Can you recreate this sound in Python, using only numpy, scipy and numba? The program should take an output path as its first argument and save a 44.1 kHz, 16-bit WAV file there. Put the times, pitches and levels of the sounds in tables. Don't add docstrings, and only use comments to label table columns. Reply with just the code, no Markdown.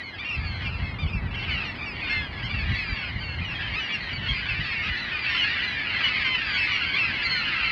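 import sys
import numpy as np
from scipy import signal
from scipy.fft import rfft, irfft, next_fast_len
from scipy.io import wavfile
from scipy.ndimage import uniform_filter1d
from numba import njit

SR = 44100
rng = np.random.default_rng(int(sys.argv[2]) if len(sys.argv) > 2 else 0)


def transcribe(u):
    v = np.clip(np.atleast_2d(u).T, -1, 1)
    q = np.round(v * 32767).astype(np.int16)
    wavfile.write(sys.argv[1], SR, q)


N = 340011

# start_s, length_s, first_hz, last_hz, level_db (before trim), second_re_first_db
WHISTLE_NOTES = [(0.0, 0.034, 2040, 1830, -41, -13), (0.03, 0.11, 2260, 1950, -44.5, -3),
                 (0.245, 0.043, 2730, 2750, -36.5, -26), (0.286, 0.054, 2876, 2520, -34.5, -23),
                 (0.259, 0.078, 2450, 2370, -38.5, -31), (0.326, 0.051, 2830, 2555, -34, -21),
                 (0.388, 0.15, 2410, 2190, -48, -3.5), (0.462, 0.16, 2175, 2007, -45.5, -1),
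                 (0.641, 0.073, 2415, 2334, -39, -16), (0.649, 0.05, 2835, 2520, -38, -25),
                 (0.695, 0.13, 2600, 2310, -47.5, -12), (0.819, 0.14, 2173, 2020, -45, -18),
                 (0.837, 0.11, 2605, 2480, -47, -14.5), (1.072, 0.1, 2620, 2360, -44.5, -14),
                 (1.125, 0.1, 2477, 2180, -44, -25), (1.131, 0.074, 2810, 2560, -42, -20),
                 (1.353, 0.21, 2743, 2635, -40.5, -22.5), (1.355, 0.09, 2360, 2340, -45.5, -26),
                 (1.477, 0.074, 2440, 2010, -36, -5.5), (1.508, 0.17, 3060, 2420, -34.5, -33),
                 (1.642, 0.058, 2210, 2070, -58, 10), (1.649, 0.086, 2865, 2640, -38.5, -19),
                 (1.733, 0.09, 2630, 2270, -50, -11), (1.782, 0.16, 2347, 2250, -43, -12),
                 (1.857, 0.091, 2850, 2340, -39.5, -15.5), (2.018, 0.11, 2510, 2360, -36.5, -21),
                 (2.045, 0.06, 3640, 3570, -46, -44), (2.094, 0.15, 2137, 2060, -32, -11.5),
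                 (2.095, 0.048, 2730, 2650, -39, -11), (2.151, 0.078, 2690, 2520, -38.5, -26),
                 (2.537, 0.068, 2770, 2575, -36.5, -34), (2.489, 0.17, 2447, 2150, -44, -5.5),
                 (2.586, 0.11, 2730, 2150, -39.5, -20), (2.637, 0.13, 1806, 1758, -44.5, -14),
                 (2.717, 0.058, 2023, 1920, -36, -9), (2.746, 0.11, 2390, 1990, -40.5, 0.5),
                 (2.785, 0.076, 2610, 2480, -35, -20), (2.837, 0.15, 2467, 2270, -42, -3),
                 (2.969, 0.17, 2840, 2320, -42.5, -21), (2.993, 0.062, 2250, 2220, -45, -10),
                 (3.194, 0.21, 2324, 2080, -47.5, 3.5), (3.232, 0.14, 2775, 2710, -42, -36),
                 (3.412, 0.054, 2453, 2450, -37, -27), (3.444, 0.14, 2985, 2420, -37.5, -26),
                 (3.549, 0.038, 3270, 3130, -35, -37), (3.63, 0.061, 3120, 3100, -39, -39),
                 (3.796, 0.1, 3000, 2750, -36, -24), (3.843, 0.073, 2480, 2180, -48, -3),
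                 (3.888, 0.072, 2290, 2360, -34.5, -20), (3.89, 0.063, 3450, 3280, -41.5, -35),
                 (3.923, 0.054, 2884, 2640, -32.5, -19), (4.006, 0.1, 2210, 2000, -50, 2.5),
                 (4.129, 0.056, 2310, 2205, -38.5, -2.5), (4.284, 0.058, 3330, 3120, -30.5, -37),
                 (4.333, 0.1, 2423, 2330, -39.5, -7), (4.359, 0.077, 2640, 2558, -40, -22),
                 (4.486, 0.054, 2720, 2474, -30.5, -25.5), (4.517, 0.097, 2300, 2400, -38, -18),
                 (4.606, 0.068, 1893, 1800, -43, -7), (4.629, 0.096, 2280, 2110, -50, 7),
                 (4.669, 0.12, 2784, 2370, -38, -20), (4.749, 0.055, 2816, 2660, -36, -30),
                 (4.752, 0.14, 2244, 2070, -36.5, -22), (4.818, 0.08, 2770, 2835, -39.5, -21.5),
                 (4.884, 0.11, 2925, 2940, -39.5, -36), (4.896, 0.107, 2010, 1900, -35.5, -24),
                 (4.971, 0.11, 2036, 1990, -42.5, 0), (5.117, 0.09, 2551, 2326, -35.5, -25),
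                 (5.188, 0.12, 2474, 2207, -39.5, -8), (5.261, 0.056, 2600, 2676, -33.5, -31),
                 (5.289, 0.13, 2796, 2560, -40, -10.5), (5.376, 0.086, 3180, 2720, -25.5, -33),
                 (5.399, 0.15, 2185, 2114, -41, -4), (5.538, 0.17, 2044, 1916, -40.5, -23),
                 (5.622, 0.06, 2375, 2390, -35.5, -18), (5.63, 0.15, 2037, 1950, -37.5, -6),
                 (5.723, 0.14, 2480, 2206, -35, -17), (5.869, 0.079, 2840, 2720, -38.5, -37),
                 (6.035, 0.065, 3000, 2860, -26, -31.5), (6.167, 0.084, 2406, 2365, -36, -17),
                 (6.247, 0.06, 2880, 2533, -36.5, -20), (6.459, 0.12, 2393, 2280, -45, 4),
                 (6.54, 0.053, 3330, 3230, -34.5, -26), (6.557, 0.059, 2255, 2210, -36, -5.5),
                 (6.577, 0.11, 2687, 2540, -29.5, -20), (6.671, 0.22, 2166, 2043, -41.5, -9),
                 (6.712, 0.098, 2910, 2710, -34, -21), (6.718, 0.079, 2310, 2290, -35.5, -14),
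                 (6.931, 0.12, 2064, 2070, -42.5, -3.5), (6.982, 0.11, 2760, 2420, -27, -25),
                 (7.173, 0.066, 2560, 2674, -37, -24), (7.228, 0.067, 2410, 2073, -37, 4.5),
                 (7.248, 0.049, 2060, 2096, -32.5, -6), (7.295, 0.15, 2187, 2010, -42, 8.5),
                 (7.442, 0.064, 2880, 2940, -35.5, -33), (7.563, 0.1, 2690, 2670, -34.5, -32),
                 (7.656, 0.071, 2128, 2064, -34, -9)]
# start_s, length_s, middle_hz, level_db
MEW_NOTES = [(0.327, 0.039, 1330, -46), (0.394, 0.39, 1520, -47), (0.499, 0.22, 1090, -46.5),
             (0.73, 0.17, 1330, -49.5), (0.781, 0.21, 1097, -48.5), (1.79, 0.08, 1244, -39),
             (2.146, 0.14, 1691, -36), (2.326, 0.17, 1630, -45.5), (2.744, 0.064, 1125, -37.5),
             (3.207, 0.045, 1534, -38.5), (3.28, 0.16, 1435, -46), (3.41, 0.039, 1250, -45),
             (3.588, 0.045, 1650, -37), (3.657, 0.14, 1044, -47), (4.27, 0.1, 1073, -36.5),
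             (5.256, 0.098, 898, -41.5), (5.515, 0.25, 974, -45.5), (5.857, 0.14, 1390, -41),
             (7.302, 0.095, 1019, -36)]
# start_s, length_s, first_hz, middle_hz, last_hz, level_db
YELP_NOTES = [(0.184, 0.036, 1040, 1194, 1160, -35.5), (0.25, 0.049, 1160, 1240, 1300, -45),
              (0.605, 0.035, 955, 987, 1000, -41), (0.985, 0.07, 1156, 1194, 1075, -38.5),
              (1.062, 0.058, 1007, 1170, 1250, -43), (1.34, 0.021, 990, 1075, 1140, -37.5),
              (1.425, 0.031, 1050, 1106, 1160, -36.5), (1.49, 0.019, 1216, 1280, 1280, -40),
              (1.81, 0.036, 1153, 1194, 1220, -34), (2.095, 0.059, 828, 875, 955, -33),
              (4.28, 0.055, 1028, 1108, 1040, -33), (2.375, 0.0406, 1064, 1113, 1160, -42.5),
              (2.42, 0.075, 852, 1068, 960, -41.5), (2.495, 0.048, 1114, 1172, 1116, -36.5),
              (3.736, 0.07, 1078, 1257, 1300, -32), (4.085, 0.027, 1025, 1104, 1140, -38.5),
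              (4.255, 0.039, 767, 890, 980, -43), (6.245, 0.14, 1053, 1029, 980, -29),
              (6.935, 0.05, 1068, 1128, 1200, -28)]
# freq_hz, gain_db
THROAT_RESPONSE = [(500, -31.5), (1000, -15), (1600, -0.5), (2400, 0.5), (3050, 0.5), (3700, -14),
                   (4350, -5), (5200, -24.5), (6200, -36.5), (8000, -50), (11000, -78)]
# time_s, level_db
CHORUS_LEVEL = [(0.0, -45), (0.35, -37.5), (1.12, -45), (1.39, -38), (1.52, -32), (1.89, -43.5),
                (2.02, -33.5), (2.45, -41), (2.7, -33.5), (3.05, -32.5), (3.26, -42), (3.67, -32.5),
                (4.18, -35.5), (4.47, -31), (5.2, -31), (5.41, -26.5), (5.75, -30), (6.1, -25.5),
                (6.42, -28.5), (6.8, -27), (7.2, -28), (7.4, -28.5), (7.71, -26)]
# time_s, level_db
GUST_LEVEL = [(0.0, -53), (0.3, -44), (0.4, -33), (1.1, -32.5), (1.97, -42.5), (2.7, -32.5), (3.0, -42.5),
              (3.3, -29.5), (3.95, -50), (4.23, -33.5), (5.24, -44), (7.71, -43)]
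# start_s, peak_db
BUFFET_PEAKS = [(0.374, -26), (0.659, -25), (0.816, -20.5), (1.034, -15.5), (1.144, -21), (1.229, -17),
                (1.297, -25), (1.513, -21.5), (2.438, -21), (2.537, -21), (2.701, -15.5), (2.898, -16),
                (3.142, -20), (3.397, -17.5), (3.711, -25), (4.19, -22), (4.294, -18.5), (4.511, -29),
                (4.589, -20.5), (4.876, -18.5)]
# freq_hz, relative_db
WIND_SPECTRUM = [(12, -46), (30, -6.5), (86, -1.5), (185, -14.5), (245, -22.5), (280, -31.5), (321, -39),
                 (500, -53), (650, -61), (1100, -120)]
# freq_hz, relative_db
TOWN_SPECTRUM = [(25, -49.5), (45, -13), (100, -5.5), (250, -7.5), (500, -16.5), (900, -13.5),
                 (1500, -16.5), (3000, -42), (5500, -64.5), (9000, -57.5), (15700, -85)]


def near_gulls():
    clear = syrinx(jitter=.0015, flutter_db=1.5, rasp=.04, drift=.006)
    husky = syrinx(jitter=.003, flutter_db=1.5, rasp=.12, drift=.004)
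    raspy = syrinx(jitter=.009, flutter_db=2.5, rasp=.5, drift=.008)
    return whistles(clear) + mews(husky) + yelps(husky) + lead_rasps(raspy)


def whistles(voice, fall_by_middle=.55, trim_db=2.5):
    out = np.zeros(N)
    for note, seed in zip(WHISTLE_NOTES, rng.random(len(WHISTLE_NOTES))):
        start_s, length_s, first_hz, last_hz, level_db, second_db = note
        middle_hz = first_hz + fall_by_middle * (last_hz - first_hz)
        pitch_hz = np.array([first_hz, middle_hz, last_hz])
        upper_db = level_db + second_db - response_db(THROAT_RESPONSE, 2 * middle_hz)
        gain_db = np.full(len(harmonics_hz(first_hz)), upper_db)
        gain_db[0] = level_db - response_db(THROAT_RESPONSE, middle_hz)
        amps = throat(pitch_hz, gain_db + trim_db)
        add_note(out, start_s, length_s, pitch_hz, *amps, *voice, seed, attack_s=.0025, fade_share=.4)
    return out


def mews(voice, arch=.03):
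    bow = np.array([1 - arch, 1, 1 - arch])
    notes = [(start_s, length_s, *bow * glide(middle_hz, length_s, goal_hz=980, tau_s=.45), level_db)
             for start_s, length_s, middle_hz, level_db in MEW_NOTES]
    return low_cries(notes, voice, treble_db=-2, fade_share=.3)


def yelps(voice):
    return low_cries(YELP_NOTES, voice, treble_db=-5, fade_share=.2)


def lead_rasps(voice, length_s=.03, gain_db=-5.5, break_ratio=2.3):
    notes = []
    for whistle_s, _, whistle_hz, _, level_db, _ in WHISTLE_NOTES:
        pitch_hz = glide(whistle_hz / break_ratio, length_s, goal_hz=1440, tau_s=.081)
        notes.append((whistle_s - length_s, length_s, *pitch_hz, level_db + gain_db))
    return low_cries(notes, voice, treble_db=-5, fade_share=.2)


def low_cries(notes, voice, treble_db, fade_share, treble_hz=3600):
    out = np.zeros(N)
    for (start_s, length_s, *pitch_hz, level_db), seed in zip(notes, rng.random(len(notes))):
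        pitch_hz = np.array(pitch_hz, float)
        partial_hz = harmonics_hz(pitch_hz[1])
        gain_db = level_db - response_db(THROAT_RESPONSE, partial_hz).max()
        amps = throat(pitch_hz, gain_db + treble_db * (partial_hz > treble_hz))
        add_note(out, start_s, length_s, pitch_hz, *amps, *voice, seed, .0025, fade_share)
    return out


def syrinx(jitter, flutter_db, rasp, drift):
    wobble = 1 + jitter * wander(200) + drift * wander(25)
    flutter = undb(flutter_db * wander(60)) * (1 + rasp * wander(900))
    return wobble, flutter


def throat(pitch_hz, gain_db):
    k = np.arange(1, len(gain_db) + 1)
    return [np.sqrt(2) * undb(gain_db + response_db(THROAT_RESPONSE, k * hz))
            for hz in (pitch_hz[0], pitch_hz[-1])]


def glide(middle_hz, length_s, goal_hz, tau_s):
    return goal_hz + (middle_hz - goal_hz) * np.exp(np.array([.5, 0, -.5]) * length_s / tau_s)


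def harmonics_hz(pitch_hz, top_hz=11000):
    return pitch_hz * np.arange(1, int(top_hz / pitch_hz) + 1)


@njit
def add_note(out, start_s, length_s, pitch_hz, first_amp, last_amp, wobble, flutter, seed,
             attack_s, fade_share):
    first_hz, middle_hz, last_hz = pitch_hz
    onset, phase = int(start_s * SR), 0.
    for i in range(max(onset, 0), min(int((start_s + length_s) * SR), N)):
        u = (i / SR - start_s) / length_s
        j = i - onset + int(seed * N) // 2
        hz = first_hz * (1 - u) * (1 - 2 * u) + 4 * middle_hz * u * (1 - u) + last_hz * u * (2 * u - 1)
        phase += 2 * np.pi * hz * wobble[j] / SR
        two_cos, below, harmonic, total = 2 * np.cos(phase), 0., np.sin(phase), 0.
        for k in range(len(first_amp)):
            total += harmonic * (first_amp[k] + u * (last_amp[k] - first_amp[k]))
            below, harmonic = harmonic, two_cos * harmonic - below
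        envelope = max(min(u * length_s / attack_s, (1 - u) / fade_share, 1.), 0.)
        out[i] += total * flutter[j] * envelope


def far_gulls(count=700, crowding=.7, preroll_s=.6, break_ratio=2.3, mew_ratio=1.4, mew_share=.17,
              spread_db=2, beak_db=3, air_db_per_khz=-1):
    out = np.zeros(N)
    clear = syrinx(jitter=.004, flutter_db=3, rasp=.14, drift=.007)
    raspy = syrinx(jitter=.009, flutter_db=3, rasp=.4, drift=.008)
    uniform, normal = rng.random((count, 5)), rng.standard_normal((count, 5))
    for k in range(count):
        when, lead, span, seed, kind = uniform[k]
        pitch, climb, drop, loudness, beak = normal[k]
        start_s = ((k + when) / count) ** crowding * (N / SR + preroll_s) - preroll_s
        yelp_s, call_s = .025 + .05 * lead, .04945 + .13 * span
        rise, fall = .0306 + .038 * climb, .12 + .05 * drop
        low_hz = 980 * np.exp(.2 * pitch)
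        high_hz = low_hz * (mew_ratio if kind < mew_share else break_ratio)
        yelp = (start_s, yelp_s, low_hz * np.array([1 - rise, 1, 1]), -4, raspy, .15)
        call = (start_s + yelp_s, call_s, high_hz * np.array([1, 1 - .61 * fall, 1 - fall]), 0, clear, .5)
        for onset_s, length_s, pitch_hz, note_db, voice, fade_share in (yelp, call):
            air_db = air_db_per_khz * harmonics_hz(pitch_hz[1]) / 1000
            gain_db = note_db + spread_db * min(loudness, .5) + air_db
            gain_db[1:] += beak_db * beak
            amps = throat(pitch_hz, gain_db)
            add_note(out, onset_s, length_s, pitch_hz, *amps, *voice, seed, .014, fade_share)
    running_rms = np.sqrt(uniform_filter1d(out ** 2, SR))
    return undb(envelope_db(CHORUS_LEVEL)) * out / running_rms


def roof_scatter(cries, t60_s=.25, build_s=.0018, wet_db=-12):
    t = np.arange(int(t60_s * SR)) / SR
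    tail = rng.standard_normal(SR)[:len(t)] * undb(-60 * t / t60_s) * np.minimum(t / build_s, 1)
    tail /= np.sqrt(np.sum(tail ** 2))
    return undb(wet_db) * signal.fftconvolve(cries, tail)[:N]


def wind(eddy_db=2, eddy_hz=18, buffet_s=.014, crest_db=9):
    t = np.arange(N) / SR
    rms = undb(envelope_db(GUST_LEVEL) + eddy_db * wander(eddy_hz))
    for start_s, peak_db in BUFFET_PEAKS:
        window = slice(max(int((start_s - .05) * SR), 0), int((start_s + .1) * SR))
        swell = np.exp(-.5 * ((t[window] - start_s - buffet_s) / buffet_s) ** 2)
        rms[window] += undb(peak_db - crest_db) * swell
    return rms * coloured_noise(WIND_SPECTRUM)


def town(level_db=-42, sway_db=1.1, sway_hz=2.2):
    return undb(level_db + sway_db * wander(sway_hz)) * coloured_noise(TOWN_SPECTRUM)


def coloured_noise(spectrum):
    size = next_fast_len(N)
    gain = undb(response_db(spectrum, np.fft.rfftfreq(size, 1 / SR)))
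    return unit_rms(irfft(rfft(rng.standard_normal(size)) * gain, size)[:N])


def wander(rate_hz):
    hold = int(SR / rate_hz)
    steps = np.repeat(rng.standard_normal(N // hold + 1), hold)
    return unit_rms(uniform_filter1d(uniform_filter1d(steps, hold), hold)[:N])


def response_db(spectrum, hz):
    freq_hz, gain_db = np.transpose(spectrum)
    return np.interp(np.log(np.maximum(hz, 1)), np.log(freq_hz), gain_db)


def envelope_db(table):
    return np.interp(np.arange(N) / SR, *np.transpose(table))


def undb(db):
    return 10 ** (np.asarray(db) / 20)


def unit_rms(x):
    return x / np.sqrt(np.mean(x ** 2))


def scene():
    near, far = near_gulls(), far_gulls()
    scattered = roof_scatter(far + undb(-3.5) * near)
    return (near + far + scattered + wind() + town())[None]


def record(dry, hiss_db=-82, low_cut_hz=41, high_cut_hz=15700):
    hiss = undb(hiss_db) * rng.standard_normal(dry.shape)
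    highpass = signal.butter(4, low_cut_hz, "high", fs=SR, output="sos")
    lowpass = signal.ellip(8, .2, 70, high_cut_hz, fs=SR, output="sos")
    return signal.sosfilt(lowpass, signal.sosfilt(highpass, dry + hiss))


dry = scene()
out = record(dry)
transcribe(out)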